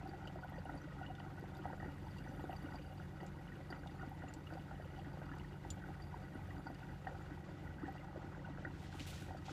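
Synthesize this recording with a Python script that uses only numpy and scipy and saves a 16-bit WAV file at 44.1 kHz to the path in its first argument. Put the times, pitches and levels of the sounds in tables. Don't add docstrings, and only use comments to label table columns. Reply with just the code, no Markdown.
import sys
import numpy as np
from scipy import signal
from scipy.fft import rfft, irfft
from scipy.io import wavfile
from scipy.ndimage import uniform_filter1d

SR = 44100
rng = np.random.default_rng(int(sys.argv[2]) if len(sys.argv) > 2 else 0)


def materialize(psi):
    bounded = np.clip(np.atleast_2d(psi).T, -1, 1)
    quanta = np.round(bounded * 32767).astype(np.int16)
    wavfile.write(sys.argv[1], SR, quanta)


N = 419832

# time in seconds, nominal peak in dB, pitch in Hz, length scale in ms.
BUBBLES = [(0.013, -49, 800, 5.3), (0.03, -47.5, 700, 4.8), (0.058, -43, 780, 7.5), (0.089, -41, 311, 7.9),
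           (0.136, -46.5, 774, 5.3), (0.147, -50.5, 720, 6.4), (0.232, -63, 1390, 3.64),
           (0.253, -45, 330, 2.8), (0.255, -48.5, 1455, 4.8), (0.258, -46, 816, 5.5),
           (0.274, -56, 2873, 4.5), (0.357, -44.5, 671, 11), (0.357, -51, 1290, 3.6), (0.367, -59, 1920, 7),
           (0.428, -47, 832, 3.8), (0.434, -45, 1490, 8.6), (0.446, -40, 750, 3.9), (0.522, -41, 755, 2.3),
           (0.482, -63, 2870, 4), (0.54, -52.5, 1910, 7.8), (0.564, -55, 1930, 7.7), (0.582, -44, 542, 7.5),
           (0.655, -42, 740, 3.5), (0.694, -46.5, 288, 10.8), (0.695, -41, 836, 4.6),
           (0.656, -63, 2920, 10), (0.693, -47, 1420, 5.7), (0.699, -50, 1940, 5.3),
           (0.717, -45.5, 318, 3.9), (0.742, -44, 686, 2.6), (0.752, -44.5, 310, 7),
           (0.816, -53.5, 1440, 5.8), (0.84, -50, 291, 11.4), (0.886, -58, 1905, 8),
           (0.921, -55, 1940, 9.6), (0.966, -53.5, 810, 5.5), (0.989, -48, 1410, 3.6),
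           (1.014, -40.5, 740, 5.7), (1.029, -47.5, 1460, 10.5), (1.029, -57, 2835, 4.6),
           (1.063, -53.5, 2920, 7.3), (1.1, -46, 750, 11.6), (1.2, -60, 2870, 5.3),
           (1.202, -40.5, 790, 1.7), (1.184, -51.5, 1450, 7.1), (1.203, -52.5, 1940, 5.2),
           (1.263, -51.5, 1510, 5.6), (1.264, -47.5, 796, 3.8), (1.273, -49, 293, 11),
           (1.324, -52, 752, 5.3), (1.383, -48, 840, 4.4), (1.427, -42.5, 350, 5.9), (1.44, -41, 770, 2.3),
           (1.457, -57, 1980, 4), (1.556, -46.5, 870, 4.9), (1.591, -49.5, 1440, 5.6),
           (1.62, -67, 2960, 4.9), (1.675, -50, 1494, 5), (1.727, -50, 1535, 7.7), (1.589, -48, 375, 16),
           (1.655, -32.5, 787, 3.8), (1.701, -42, 857, 5.9), (1.733, -35, 653, 1.3), (1.8, -47, 645, 4.4),
           (1.801, -48.5, 1920, 6.6), (1.824, -48.5, 1860, 4.8), (1.844, -50, 1900, 8),
           (1.828, -43, 313, 8.5), (1.829, -40.5, 800, 3.4), (1.86, -37, 308, 3.1), (1.881, -44, 284, 16),
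           (1.888, -48, 840, 5.4), (1.968, -51, 279, 10), (2.068, -42.5, 875, 4.7), (2.264, -46, 855, 5.5),
           (2.184, -60.5, 2800, 5), (2.254, -54.5, 1900, 4.3), (2.333, -48.5, 285, 11),
           (2.395, -45, 850, 4.2), (2.406, -57, 1920, 6.2), (2.391, -46, 302.4, 16.4),
           (2.44, -39, 350, 5.3), (2.441, -40, 760, 2.6), (2.495, -36.5, 740, 4.7), (2.503, -56, 1940, 4.7),
           (2.508, -58.5, 2870, 4.4), (2.52, -49.5, 1470, 5), (2.529, -52, 2750, 1.6),
           (2.531, -41, 760, 4.6), (2.635, -46, 748, 3), (2.642, -42.5, 287, 22), (2.684, -47.5, 306, 8.1),
           (2.686, -50, 1520, 7.5), (2.722, -53, 1940, 5.4), (2.726, -54, 1470, 5.4),
           (2.786, -56, 2500, 4.1), (2.745, -46, 280, 20), (2.745, -40.5, 737, 2.4),
           (2.913, -45.5, 650, 3.3), (3.0, -44.5, 1500, 3.1), (2.997, -50, 275, 7.2),
           (3.204, -53, 1930, 6.8), (3.225, -46.5, 350, 7.7), (3.232, -42.5, 767, 4),
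           (3.368, -50.5, 317, 7.6), (3.379, -55, 1510, 6.1), (3.477, -60, 2900, 5.9),
           (3.52, -48.5, 1920, 9.6), (3.559, -49.5, 380, 8.4), (3.605, -44, 687, 2),
           (3.703, -42.5, 791, 3.2), (3.706, -41.5, 336, 6.5), (3.726, -45, 285.5, 14.6),
           (3.725, -43.5, 1470, 4.3), (3.726, -44, 730, 2.3), (3.727, -47, 1930, 5.3),
           (3.726, -58, 2960, 5.8), (3.835, -48, 1530, 4.5), (3.861, -41.5, 764, 2.57),
           (3.993, -53.5, 1870, 7.7), (4.013, -47.5, 1450, 7.3), (4.027, -46, 1380, 4.3),
           (4.033, -42, 760, 2.8), (4.073, -44, 269, 10.4), (4.116, -43.5, 830, 7.9),
           (4.22, -49.5, 1448, 5.7), (4.221, -51, 1940, 7), (4.238, -46, 273, 11.4), (4.238, -44, 768, 5.3),
           (4.282, -61, 2780, 5.7), (4.293, -49, 296, 4.4), (4.366, -48.5, 314, 12),
           (4.471, -56.5, 2800, 5), (4.505, -49, 1440, 3.4), (4.524, -48.5, 320, 19),
           (4.525, -40.5, 650, 2.5), (4.554, -46.5, 553, 6.2), (4.571, -42, 780, 6),
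           (4.594, -62, 2920, 7.1), (4.711, -48.5, 1440, 5.9), (4.714, -43, 776, 3.9),
           (4.738, -49, 800, 2.6), (4.799, -44, 652, 4.2), (4.81, -61, 1935, 6.1), (4.978, -59, 1930, 6.6),
           (4.948, -52, 290, 9.7), (4.96, -65, 2900, 5.7), (4.995, -68, 2960, 5.5), (4.989, -48, 818, 7.6),
           (5.173, -41.5, 684, 2.2), (5.217, -41, 630, 3.2), (5.217, -49, 1530, 4.7), (5.184, -48, 287, 11),
           (5.291, -47.5, 1425, 5), (5.312, -45.5, 291, 18), (5.316, -41.5, 1450, 1.7),
           (5.317, -51, 1730, 12), (5.336, -56, 1940, 6.7), (5.367, -49.5, 846, 8.2),
           (5.397, -56.5, 2870, 4), (5.407, -52, 921, 5.2), (5.446, -51, 1900, 5.8),
           (5.53, -60.5, 2900, 6.3), (5.65, -42, 830, 4), (5.77, -48, 781, 4.6), (5.82, -52, 1526, 6.1),
           (5.887, -46, 800, 4.6), (5.839, -46.5, 1500, 5.2), (5.904, -47, 830, 7.5),
           (6.001, -54, 1940, 5.6), (6.017, -51.5, 355, 7.2), (6.128, -48, 875, 3.7),
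           (6.142, -40, 930, 3.9), (6.164, -48, 290, 7.6), (6.221, -51, 805, 3.3), (6.315, -49, 277, 8.7),
           (6.355, -38.5, 290, 4.9), (6.487, -50, 678, 3.6), (6.506, -50, 1930, 7.3), (6.588, -47, 300, 14),
           (6.668, -38.5, 850, 3.9), (6.668, -46, 1480, 9.2), (6.699, -45, 296, 7), (6.702, -40, 714, 3.2),
           (6.752, -65.5, 2930, 7.5), (6.83, -48.5, 1470, 7.3), (6.819, -50, 825, 4.8),
           (6.892, -52.5, 1510, 5.2), (6.891, -55, 825, 2.9), (7.047, -49.5, 840, 3),
           (7.07, -39, 1580, 4.5), (7.07, -35.5, 760, 4), (7.072, -38, 1850, 3.5), (7.092, -46, 284, 4.6),
           (7.175, -53, 850, 3.4), (7.204, -49.5, 845, 7), (7.302, -46, 680, 2.5),
           (7.312, -45.5, 300, 18.3), (7.488, -49.5, 656, 5.5), (7.648, -46, 332, 5.5),
           (7.675, -54, 1940, 7.2), (7.784, -49.5, 1550, 7.1), (7.855, -51, 1820, 6.9),
           (7.83, -49.5, 1320, 4.8), (7.835, -36, 303, 9.9), (7.879, -42, 334, 3.9), (7.881, -44, 784, 14),
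           (7.954, -47.5, 790, 4.2), (7.98, -60, 2830, 5.6), (8.03, -52.5, 830, 6.1), (8.084, -50, 845, 6),
           (8.16, -41.5, 586, 4.3), (8.175, -42.5, 350, 8.1), (8.244, -43, 300, 7.2),
           (8.239, -49, 824, 3.2), (8.348, -47.5, 1540, 3.6), (8.392, -54.5, 1940, 7.3),
           (8.453, -59, 2840, 4.7), (8.487, -48.5, 656, 5.8), (8.447, -47.5, 1505, 10.3),
           (8.461, -48, 830, 4.2), (8.501, -46, 280, 15.4), (8.575, -45.5, 1450, 2.4),
           (8.584, -44.5, 593, 2.4), (8.649, -44.5, 600, 4.2), (8.6495, -43, 1660, 1.7),
           (8.651, -41, 1916, 7.7), (8.65, -41, 1530, 7.6), (8.673, -47, 1510, 5.4),
           (8.666, -45, 289, 17.2), (8.927, -48.5, 1490, 2.5), (8.943, -46.5, 855, 6.4),
           (8.952, -44, 312, 7.8), (9.004, -48, 281, 20), (9.18, -54, 1860, 5.6), (9.223, -51, 1520, 4.6),
           (9.308, -40.5, 796, 4.3), (9.348, -41, 670, 3.3), (9.483, -40.5, 800, 4.1),
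           (9.494, -45, 1400, 2.7), (9.511, -44, 330, 4.8)]
# mean pitch in Hz, mean peak in dB, median length in ms, relative share.
FOLLOWERS = [(285, -52, 14, .22), (350, -56.5, 6, .06), (571, -53, 6, .15), (830, -54.5, 6, .2),
             (932, -53, 5, .14), (1470, -57, 5, .13), (1900, -61.5, 8.02, .1)]
# resonance in Hz, width in Hz, mean level in dB.
CHAMBERS = [(283, 23.8, -2), (361.5, 75, -6.5), (549, 59, -8.5), (832, 120, -3.5), (1285, 68, -6.5),
            (1486, 112, -2), (1940, 44, 1)]
# start in seconds, ring strength in dB, centre in Hz, spatter re ring in dB.
SPLASHES = [(0.0333, -59, 2520, -8), (0.2744, -50, 2930, -4), (0.4818, -61, 2900, -6),
            (0.5252, -63, 3290, -7), (0.5821, -60, 2740, -6), (0.6554, -63, 2960, -9),
            (0.8644, -61, 2690, -6), (1.0296, -53, 2850, -8), (1.063, -48, 2920, -10),
            (1.1498, -57, 2920, -6), (1.197, -56, 2950, -6), (1.3688, -65, 2550, -6),
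            (1.4556, -61, 2630, -6), (1.5499, -62, 3700, -9), (1.6192, -59, 2960, -8),
            (1.9345, -63, 2900, -6), (2.0817, -60, 2880, -8), (2.183, -54, 2790, -6),
            (2.356, -65, 3070, -6), (2.395, -59, 2900, -6), (2.5077, -58, 2880, -6), (2.528, -54, 2780, -6),
            (2.603, -57, 2930, -9), (2.7854, -58, 2480, -6), (2.814, -59, 2960, -7),
            (3.2036, -61, 2875, -6), (3.3558, -62, 2920, -6), (3.4765, -59, 2920, -6),
            (3.5553, -61, 2830, -6), (3.7249, -55, 2920, -5), (3.8711, -54, 3460, -6),
            (3.9165, -63, 2630, -6), (4.0826, -62, 2890, -7), (4.2373, -62, 2950, -8),
            (4.2822, -59, 2760, -6), (4.4687, -53, 2850, -7), (4.5351, -58, 2600, -6),
            (4.595, -56, 2910, -9), (4.7506, -60, 2950, -9), (4.8174, -59, 2950, -10),
            (4.8459, -56, 2880, -9), (4.9601, -58, 2950, -7), (4.9955, -56, 2930, -8),
            (5.0464, -63, 3220, -6), (5.1891, -64, 2630, -6), (5.227, -62, 2550, -6),
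            (5.2909, -52.5, 2790, -16), (5.3353, -61, 2910, -6), (5.3966, -56, 2920, -7),
            (5.5293, -59, 2950, -12), (5.7024, -54.5, 3540, 0), (5.7745, -58, 2820, -6),
            (5.8865, -70, 2930, -6), (6.4931, -64, 2790, -8), (6.5615, -65, 2900, -8),
            (6.7526, -61, 2890, -9), (6.7905, -62, 2920, -6), (6.8309, -61, 2730, -8),
            (7.0459, -55, 2740, -8), (7.0693, -57, 2800, -6), (7.1107, -62, 2920, -7),
            (7.5926, -62, 2800, -8), (7.7398, -60, 2890, -8), (7.9808, -58, 2846, -6),
            (8.4532, -57, 2900, -7), (8.5195, -56.5, 2770, -9), (8.6163, -65, 2890, -6),
            (8.6687, -66, 2630, -6), (8.708, -55.5, 2720, -7), (8.7974, -63, 3660, -6)]
# time in seconds, strength in dB, strongest mode in Hz, crack re strength in dB.
DROPS = [(0.0742, -64, 4700, -12.5), (0.0917, -60, 4670, -20), (0.2533, -62, 4780, -16),
         (0.273, -60.5, 4800, -10), (0.557, -69, 5980, -15), (0.5876, -63, 4650, -22),
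         (0.7744, -59, 4610, -20), (0.814, -62, 5900, -21), (1.1507, -56.5, 3600, -19),
         (1.197, -61, 4650, -17), (1.25, -64, 5800, -23.5), (1.4097, -62, 4560, -16),
         (1.5475, -61, 3710, -15), (1.569, -59, 4940, -13), (1.85, -68, 4700, -18),
         (2.1086, -61, 4770, -21.5), (2.169, -53, 3900, -23), (2.1844, -61, 4700, -7),
         (2.288, -65, 5980, -23.5), (2.563, -57, 4760, -16), (2.7362, -65, 4770, -25),
         (2.7564, -55, 4680, -24), (2.822, -63, 4640, -20), (2.9744, -63, 4740, -23.5),
         (3.21, -63, 4680, -26), (3.23, -68, 5980, -8), (3.264, -56.5, 7070, -13), (3.2632, -64, 7780, -20),
         (3.338, -73, 4680, -22), (3.703, -49.5, 4685, -26), (3.7918, -62, 4695, -24),
         (3.8716, -48, 3500, -25), (3.91, -62, 4650, -18), (4.0635, -64, 4700, -21),
         (4.283, -59, 7070, -30), (4.3376, -51.5, 7780, -9.5), (4.338, -54, 7070, -24),
         (4.5368, -55.5, 4940, -17), (4.9902, -61, 4680, -19), (5.1313, -63, 4700, -22),
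         (5.257, -62, 4640, -22), (5.384, -63, 4890, -7), (5.4355, -65.5, 4640, -20.5),
         (5.7031, -41.5, 7400, -12), (6.0205, -59, 4720, -17), (6.039, -64, 4700, -22.5),
         (6.5796, -65, 4650, -22), (6.6686, -57.5, 4700, -27), (6.7461, -59, 4840, -15),
         (6.794, -63, 4730, -15), (7.222, -70, 7070, -20), (7.7957, -68, 4630, -22),
         (7.9613, -64.5, 4670, -14), (8.043, -69, 5980, -6), (9.372, -57, 4610, -14)]
# pitch in Hz, relative level in dB, t60 in seconds.
GLASS_MODES = [(2790, 4, 0.025), (2870, 7.5, 0.062), (3600, 1.5, 0.03), (4610, -2, 0.025), (4685, 5, 0.041),
               (4770, 0.5, 0.024), (5000, -8, 0.011), (5980, 1, 0.034), (7070, -2.5, 0.044),
               (7780, -12, 0.03), (8900, -11, 0.02), (9800, -11, 0.034), (12300, -3, 0.035)]
# time in seconds, mean sizzle level in dB.
HEAT = [(0, -87), (1.6, -84), (2.4, -80.5), (3.3, -83.5), (4.4, -83.5), (5.5, -84), (6.5, -82.5),
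        (8.3, -89.5), (9.52, -86)]
# start in seconds, strength in dB, centre in Hz, width as share of centre.
SPITS = [(0.052, -63, 9700, 0.057), (0.0787, -61, 11800, .12), (0.2733, -66, 12300, .03),
         (0.352, -62, 13400, .15), (0.4429, -64, 12300, .03), (0.4968, -55, 12300, 0.21),
         (0.6499, -55, 9400, 0.16), (0.6983, -62, 12000, .2), (0.7513, -59, 9870, .03),
         (0.814, -72, 12300, .03), (1.3957, -55.5, 12530, 0.52), (1.482, -65, 12300, .05),
         (1.548, -63, 10500, 0.16), (1.5738, -59, 12300, .03), (1.6636, -62, 9700, .06),
         (1.9819, -62, 8800, .15), (2.4094, -57, 12700, .15), (2.442, -61, 9400, .1),
         (2.5102, -62.5, 12300, .03), (2.5296, -56, 12300, .05), (2.6289, -53, 12300, .3),
         (2.7227, -62.5, 12700, .25), (2.9382, -60.5, 13900, .15), (3.23, -68, 12300, .03),
         (3.364, -66, 10000, 0.23), (3.413, -64, 12600, .3), (3.562, -65, 12500, .4),
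         (3.7055, -58, 11000, 0.4), (4.0923, -59, 12240, .1), (4.152, -64, 10500, .2),
         (4.3365, -58, 13500, 0.18), (4.3857, -65, 14100, .15), (5.021, -63, 13100, 0.21),
         (5.3512, -59, 14200, 0.16), (5.397, -64.5, 12300, .05), (5.883, -64.5, 14000, .15),
         (6.346, -65.5, 9610, 0.044), (6.5987, -65.5, 10100, 0.057), (6.791, -65, 13140, 0.207),
         (7.9234, -64, 12300, .03)]
# centre in Hz, width as share of centre.
SPIT_KINDS = [(9900, 0.046), (11000, .3), (12300, .025), (12300, .025), (13000, .25)]
# time in seconds, rub level in dB, brightness (above 8 kHz) in dB re rub.
RUSTLE = [(8.72, -76, -5), (8.846, -66.5, 2), (8.896, -70, -7), (8.965, -65, 3), (8.996, -59.5, -2),
          (9.02, -59, -2), (9.06, -62, -4), (9.075, -56, 6), (9.12, -58, 3), (9.17, -61.5, 1.5),
          (9.23, -64, 2), (9.28, -67, 0), (9.36, -78.5, -1), (9.44, -76, 1), (9.46, -61.5, -13),
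          (9.52, -60.5, -7)]
# time in seconds, strength in dB, brightness in dB re strength.
CREASES = [(8.996, -42, -12), (9.003, -44, -14), (9.072, -52, 4), (9.104, -50, -3), (9.222, -57, 0.5),
           (9.4545, -54, -6), (9.4625, -52, -8)]
# pitch in Hz, mean rms in dB.
HUM_TONES = [(47.81, -63.2), (53.3, -66.4), (59.96, -73.4), (79.96, -60.5), (95.62, -60.8), (119.88, -66.3),
             (143.41, -55.6), (167.69, -63.2), (177.07, -68.5), (191.21, -62.1), (359.67, -73.7),
             (479.54, -78.3), (2159, -90), (3478, -94)]
# centre in Hz, width of each resonator in Hz, rms in dB.
WANDERING_TONE = (173.5, 5.6, -65.5)

# frequency in Hz, relative density in dB per Hz.
SIZZLE_SPECTRUM = [(4000, -25), (7000, -6), (9500, 0), (12500, -2), (14000, -4.5), (15500, -8)]
CLOTH_SPECTRUM = [(1290, -14), (2200, -5.5), (2600, -3), (3710, -4), (4760, -7.5), (7760, -11.5),
                  (8410, -15), (12400, -21), (15000, -26)]
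HISS_SPECTRUM = [(500, 7.5), (2200, -1), (3500, -7), (5500, -14), (7800, -18), (9000, -30), (15500, -49)]
RUMBLE_SPECTRUM = [(20, -5.5), (50, 7.5), (90, 13), (125, 9), (200, 12), (240, 1.5), (500, -12),
                   (2200, -51)]
CHURN_SPECTRUM = [(200, 2.5), (2000, -2.5), (4000, -24)]
FOAM_SPECTRUM = [(200, -2.0), (900, 2.5), (2300, -6), (4000, -23)]
CRACK_SPECTRUM = [(1500, -36), (4000, 44), (8000, 38), (15000, 21)]
DEEP_SPECTRUM = [(25, -9), (45, 2.5), (52, 11), (66, 7), (80, 13.5), (88, 12.5), (97, 12),
                 (110, 5.5), (125, 2.5), (170, -40.0)]

GLIDE_SHARE = 0.035
FOLLOW_MEAN_LAG_S, FOLLOW_SPREAD_DB, FOLLOW_DETUNE_SHARE = 0.03, 1, 0.045
SLOSH_DELAY_S, SLOSH_HZ = 0.00015, 5.6
CHAMBER_SWAY_DB, CHAMBER_SWAY_HZ = 1.74, 15.4
CHURN_DB, FOAM_DB, FROTH_DB = -7, -13.5, -57.5
SPLASH_WIDTH_HZ, SPLASH_DECAY_S, SPLASH_T60_S = 830, 0.0063, 0.039
DROPS_PER_S, DROP_DB, DROP_HZ, DROP_CRACK_DB = 17, -75.5, 4700, -16
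TOUCH_T60_S, PATTER_DECAY_S = 0.0055, 0.005
LESSER_SPITS, SPITS_THIN_S, SPIT_DB = 52, 6.1, -72
HISS_DB, RUMBLE_DB, DEEP_DB = -63.5, -59, -59.5
SWELL_S, SWELL_DB, SWELL_WIDTH_S = 9.15, 6.5, 0.17
CUTOFF_HZ = 15300


def from_db(db):
    return 10 ** (np.asarray(db) / 20)


def rms_one(x):
    return x / np.sqrt(np.mean(x ** 2) + 1e-20)


def white():
    return rng.standard_normal(N)


def in_time(rows):
    s, *columns = np.transpose(rows)
    return [np.interp(np.arange(N) / SR, s, c) for c in columns]


def coloured(x, spectrum):
    hz, level_db = np.transpose(spectrum)
    bins_hz = np.maximum(np.arange(N // 2 + 1) * SR / N, 1)
    gain = from_db(np.interp(np.log(bins_hz), np.log(hz), level_db))
    return rms_one(irfft(rfft(x) * gain, N))


def drift(rate_hz):
    r = np.exp(-80 * np.pi * rate_hz / SR)
    noise = rng.standard_normal(N // 40 + 2002)
    slow = signal.lfilter([1], [1, -2 * r, r * r], noise)[2000:]
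    return np.interp(np.arange(N) / 40, np.arange(len(slow)), rms_one(slow))


def resonance(x, hz, width_hz):
    r = np.exp(-np.pi * width_hz / SR)
    poles = [1, -2 * r * np.cos(2 * np.pi * hz / SR), r * r]
    return signal.lfilter([(1 - r * r) / 2, 0, (r * r - 1) / 2], poles, x)


def noise_band(noise, hz, width_hz):
    return rms_one(resonance(resonance(noise, hz, width_hz), hz, width_hz))


def ring(clicks, hz, t60_s):
    r, w = np.exp(-np.log(1000) / (t60_s * SR)), 2 * np.pi * hz / SR
    return signal.lfilter([0, np.sin(w)], [1, -2 * r * np.cos(w), r * r], clicks + 1e-18)


def grains(per_s, spread_db):
    sizes = from_db(spread_db * np.minimum(rng.exponential(1, N), 4)) * rng.choice([-1, 1], N)
    return sizes * (rng.random(N) < per_s / SR)


def loud_bubbles(rows, glide_share, lead):
    out = np.zeros(N + SR)
    for (s, db, hz, ms), sign in zip(rows, rng.choice([-1, 1], len(rows))):
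        length_s = ms / 1000
        t = np.arange(int(5 * length_s * SR)) / SR
        swell = 2.04 * t / length_s
        shape = (swell * np.exp(1 - swell)) ** 1.73
        phase = 2 * np.pi * hz * (t + glide_share * (t * t / length_s / 2 - 0.97 * t))
        at = max(int((s - lead * length_s) * SR), 0)
        out[at:at + len(t)] += sign * from_db(db) * shape * np.sin(phase)
    return out[:N]


def followers():
    hz, db, ms, share = np.transpose(FOLLOWERS)
    share = np.cumsum(share)
    pick, luck = rng.random((len(BUBBLES), 2)), rng.standard_normal((len(BUBBLES), 3))
    size = np.searchsorted(share / share[-1], pick[:, 0])
    s = np.array(BUBBLES)[:, 0] - FOLLOW_MEAN_LAG_S * np.log(1 - pick[:, 1])
    peak_db = db[size] + FOLLOW_SPREAD_DB * luck[:, 1]
    pitch_hz = hz[size] * (1 + FOLLOW_DETUNE_SHARE * luck[:, 2])
    length_ms = ms[size] * np.exp(0.4 * luck[:, 0])
    return list(zip(np.clip(s, 0, N / SR), peak_db, pitch_hz, length_ms))


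def chambers(x):
    n, out = np.arange(N), 0
    for k, (hz, width_hz, db) in enumerate(CHAMBERS):
        gain = from_db(db + CHAMBER_SWAY_DB * drift(CHAMBER_SWAY_HZ))
        read_at = n + SLOSH_DELAY_S * SR * drift(SLOSH_HZ)
        bent = np.interp(read_at, n, resonance(x + 1e-18, hz, width_hz))
        out = out + (-1) ** k * gain * bent
    return out


def small_bubbles(gush):
    clicks = grains(800 * from_db(3.2 * gush), spread_db=2.0)
    pitches_hz, dealt = np.geomspace(250, 2300, 24), rng.integers(0, 24, N)
    rings = 0
    for k, hz in enumerate(pitches_hz):
        onset = ring(clicks * (dealt == k), hz, 2.66 / hz)
        rings = rings + ring(onset, hz, 10.8 / hz) * (hz / 800) ** 1.046
    rings = rms_one(rings)
    foam = from_db(FOAM_DB + 1.9 * gush) * coloured(white(), FOAM_SPECTRUM)
    return rms_one(chambers(rings + foam) + from_db(-26.0) * rings)


def small_splashes(gush):
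    clicks = grains(60 * from_db(4.9 * gush), spread_db=5.5)
    pitches_hz, dealt = np.geomspace(2300, 4300, 12), rng.integers(0, 12, N)
    rings = 0
    for k, hz in enumerate(pitches_hz):
        onset = ring(clicks * (dealt == k), hz, 3.5 / hz)
        rings = rings + ring(onset, hz, 130.0 / hz)
    return rms_one(rings)


def loud_splashes():
    out, t = np.zeros(N), np.arange(int(0.06 * SR)) / SR
    noises = rng.standard_normal((len(SPLASHES), len(t)))
    for (s, db, hz, spatter_db), noise in zip(SPLASHES, noises):
        burst = noise_band(noise, hz, SPLASH_WIDTH_HZ) * np.exp(-t / SPLASH_DECAY_S)
        envelope = np.exp(-np.log(1000) * t / SPLASH_T60_S) * (1 - np.exp(-t / 0.004))
        tone = np.sin(2 * np.pi * hz * t) * envelope
        at = int(s * SR)
        out[at:at + len(t)] += from_db(db) * (tone + from_db(spatter_db) * burst)
    return out


def lesser_drops(gush):
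    at = np.flatnonzero(rng.random(N) < DROPS_PER_S * from_db(4 * gush) / SR)
    luck = rng.standard_normal((len(at), 3))
    return [(i / SR, DROP_DB + 1.7 * a, DROP_HZ * np.exp(0.043 * c), DROP_CRACK_DB + 4 * b)
            for i, (a, b, c) in zip(at, luck)]


def glass(gush, heat_db):
    s, db, spot_hz, crack_db = np.transpose(DROPS + lesser_drops(gush))
    at, out = np.round(s * SR).astype(int), np.zeros(N)
    luck_db = rng.normal(0, 1, (len(at), len(GLASS_MODES)))
    spray = grains(400 * from_db(3.1 * gush), spread_db=3.0)
    dealt = rng.integers(0, len(GLASS_MODES), N)
    t = np.arange(int(4 * PATTER_DECAY_S * SR)) / SR
    for k, (hz, mode_db, t60_s) in enumerate(GLASS_MODES):
        clicks = from_db(mode_db + heat_db + 0.5) * spray * (dealt == k)
        away_db = np.minimum(90 * np.abs(np.log2(hz / spot_hz)), 21.5 - mode_db - luck_db[:, k])
        for i, gain in zip(at, from_db(db - away_db)):
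            touched = rng.random(len(t)) < 900 / SR
            touches = touched * rng.normal(0, 0.4, len(t)) * np.exp(-t / PATTER_DECAY_S)
            clicks[i:i + len(t)] += gain * (touches + 0.52 * (t == 0))[:N - i]
        soft = ring(clicks, hz, TOUCH_T60_S)
        out += ring(soft, hz, t60_s) * 2 * np.log(1000) / (TOUCH_T60_S * SR)
    cracks = np.zeros(N)
    cracks[at] = from_db(db + crack_db)
    cracks = uniform_filter1d(cracks + 1e-18, size=70) * 2.16
    burst = signal.lfilter([1], [1, -np.exp(-1 / (0.0032 * SR))], cracks)
    return out + burst * coloured(white(), CRACK_SPECTRUM)


def lesser_spits():
    spent = 1 - np.exp(-N / SR / SPITS_THIN_S)
    rows = []
    for a, b, c in rng.random((LESSER_SPITS, 3)):
        s = -SPITS_THIN_S * np.log(1 - spent * a) * 0.99
        rows.append((s, SPIT_DB + 8 * (b - 0.5), *SPIT_KINDS[int(c * len(SPIT_KINDS))]))
    return rows


def sizzle(heat_db):
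    fizz = rms_one(grains(500 * from_db(4.6 * drift(25)), spread_db=13.0))
    out = from_db(heat_db + 0.33 * drift(25)) * coloured(0.33 * fizz + white(), SIZZLE_SPECTRUM)
    t, spits = np.arange(int(0.039 * SR)) / SR, SPITS + lesser_spits()
    for (s, db, hz, share), noise in zip(spits, rng.standard_normal((len(spits), len(t)))):
        width_hz = share * hz
        decay = np.exp(-t / (0.0016 + 1.5 / width_hz))
        puff = noise_band(noise, hz, width_hz) * decay * (1 - np.exp(-t / 0.00085))
        at = int(s * SR)
        out[at:at + len(t)] += from_db(db) * puff / 2
    return out


def jacket():
    silence = [(0, -120, 0), (RUSTLE[0][0] - 0.05, -120, 0)]
    level_db, bright_db = in_time(silence + list(RUSTLE))
    snaps = np.zeros((2, N))
    for s, db, top_db in CREASES:
        snaps[:, int(s * SR)] = from_db([db, db + top_db])
    snaps = signal.lfilter([0.3], [1, -np.exp(-1 / (0.0036 * SR))], snaps + 1e-18)
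    clumps = rms_one(grains(900 * from_db(2.7 * drift(30)), spread_db=3.0))
    rub = coloured(clumps + 1.36 * white(), CLOTH_SPECTRUM)
    above = [signal.sosfiltfilt(signal.butter(3, hz, "high", fs=SR, output="sos"), rub)
             for hz in (3200, 5000, 8000)]
    low = sum(from_db(1.8 * drift(18)) * (a - b) for a, b in zip([rub] + above, above))
    low_gain = from_db(level_db) + snaps[0]
    top_gain = from_db(level_db + bright_db + 1.1 * drift(20)) + snaps[1]
    return low_gain * low + top_gain * above[-1]


def hiss(gush):
    return from_db(HISS_DB + 0.12 * gush + 1.28 * drift(27)) * coloured(white(), HISS_SPECTRUM)


def hum():
    t = np.arange(N) / SR
    tones = 0
    for hz, db in HUM_TONES:
        sine = np.sin(2 * np.pi * (hz * t + rng.random()))
        tones = tones + np.sqrt(2) * from_db(db + 0.72 * drift(1.7)) * sine
    hz, width_hz, db = WANDERING_TONE
    wander = from_db(db) * noise_band(white(), hz, width_hz)
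    deep_db = DEEP_DB + SWELL_DB * np.exp(-((t - SWELL_S) / SWELL_WIDTH_S) ** 2)
    deep = from_db(deep_db + 2.5 * drift(5.0)) * coloured(white(), DEEP_SPECTRUM)
    rumble = from_db(RUMBLE_DB + 1.2 * drift(4.2)) * coloured(white(), RUMBLE_SPECTRUM)
    return tones + wander + deep + rumble


def room(x, t60_s):
    t = np.arange(int(0.4 * SR)) / SR
    dull = signal.lfilter([1], [1, -0.5], rng.standard_normal(len(t)))
    tail = dull * np.exp(-np.log(1000) * t / t60_s) * (t > 0.004)
    return signal.fftconvolve(x, tail / np.sqrt(np.sum(tail ** 2)))[:N]


def scene():
    heat_db, = in_time(HEAT)
    loud = loud_bubbles(BUBBLES + followers(), GLIDE_SHARE, lead=0.1913)
    loud = loud * from_db(0.8 * drift(90))
    stir = np.log(uniform_filter1d(loud ** 2, int(0.06 * SR)) + from_db(-115))
    gush = 0.6 * rms_one(stir - stir.mean()) + 0.7 * drift(9)
    loud_envelope = np.sqrt(np.abs(uniform_filter1d(loud ** 2, size=200)))
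    churn = loud_envelope * coloured(white(), CHURN_SPECTRUM)
    pipe = loud + chambers(from_db(-15.0) * loud + from_db(CHURN_DB) * churn)
    pipe = pipe + from_db(FROTH_DB) * small_bubbles(gush)
    water = pipe + from_db(-86.0) * small_splashes(gush) + loud_splashes()
    near = water + glass(gush, heat_db) + sizzle(heat_db) + jacket()
    return (near + from_db(-14) * room(near, t60_s=0.075) + hiss(gush) + hum())[None]


def record(dry):
    return signal.sosfilt(signal.ellip(12, 0.3, 60, CUTOFF_HZ, fs=SR, output="sos"), dry)


dry = scene()
out = record(dry)
materialize(out)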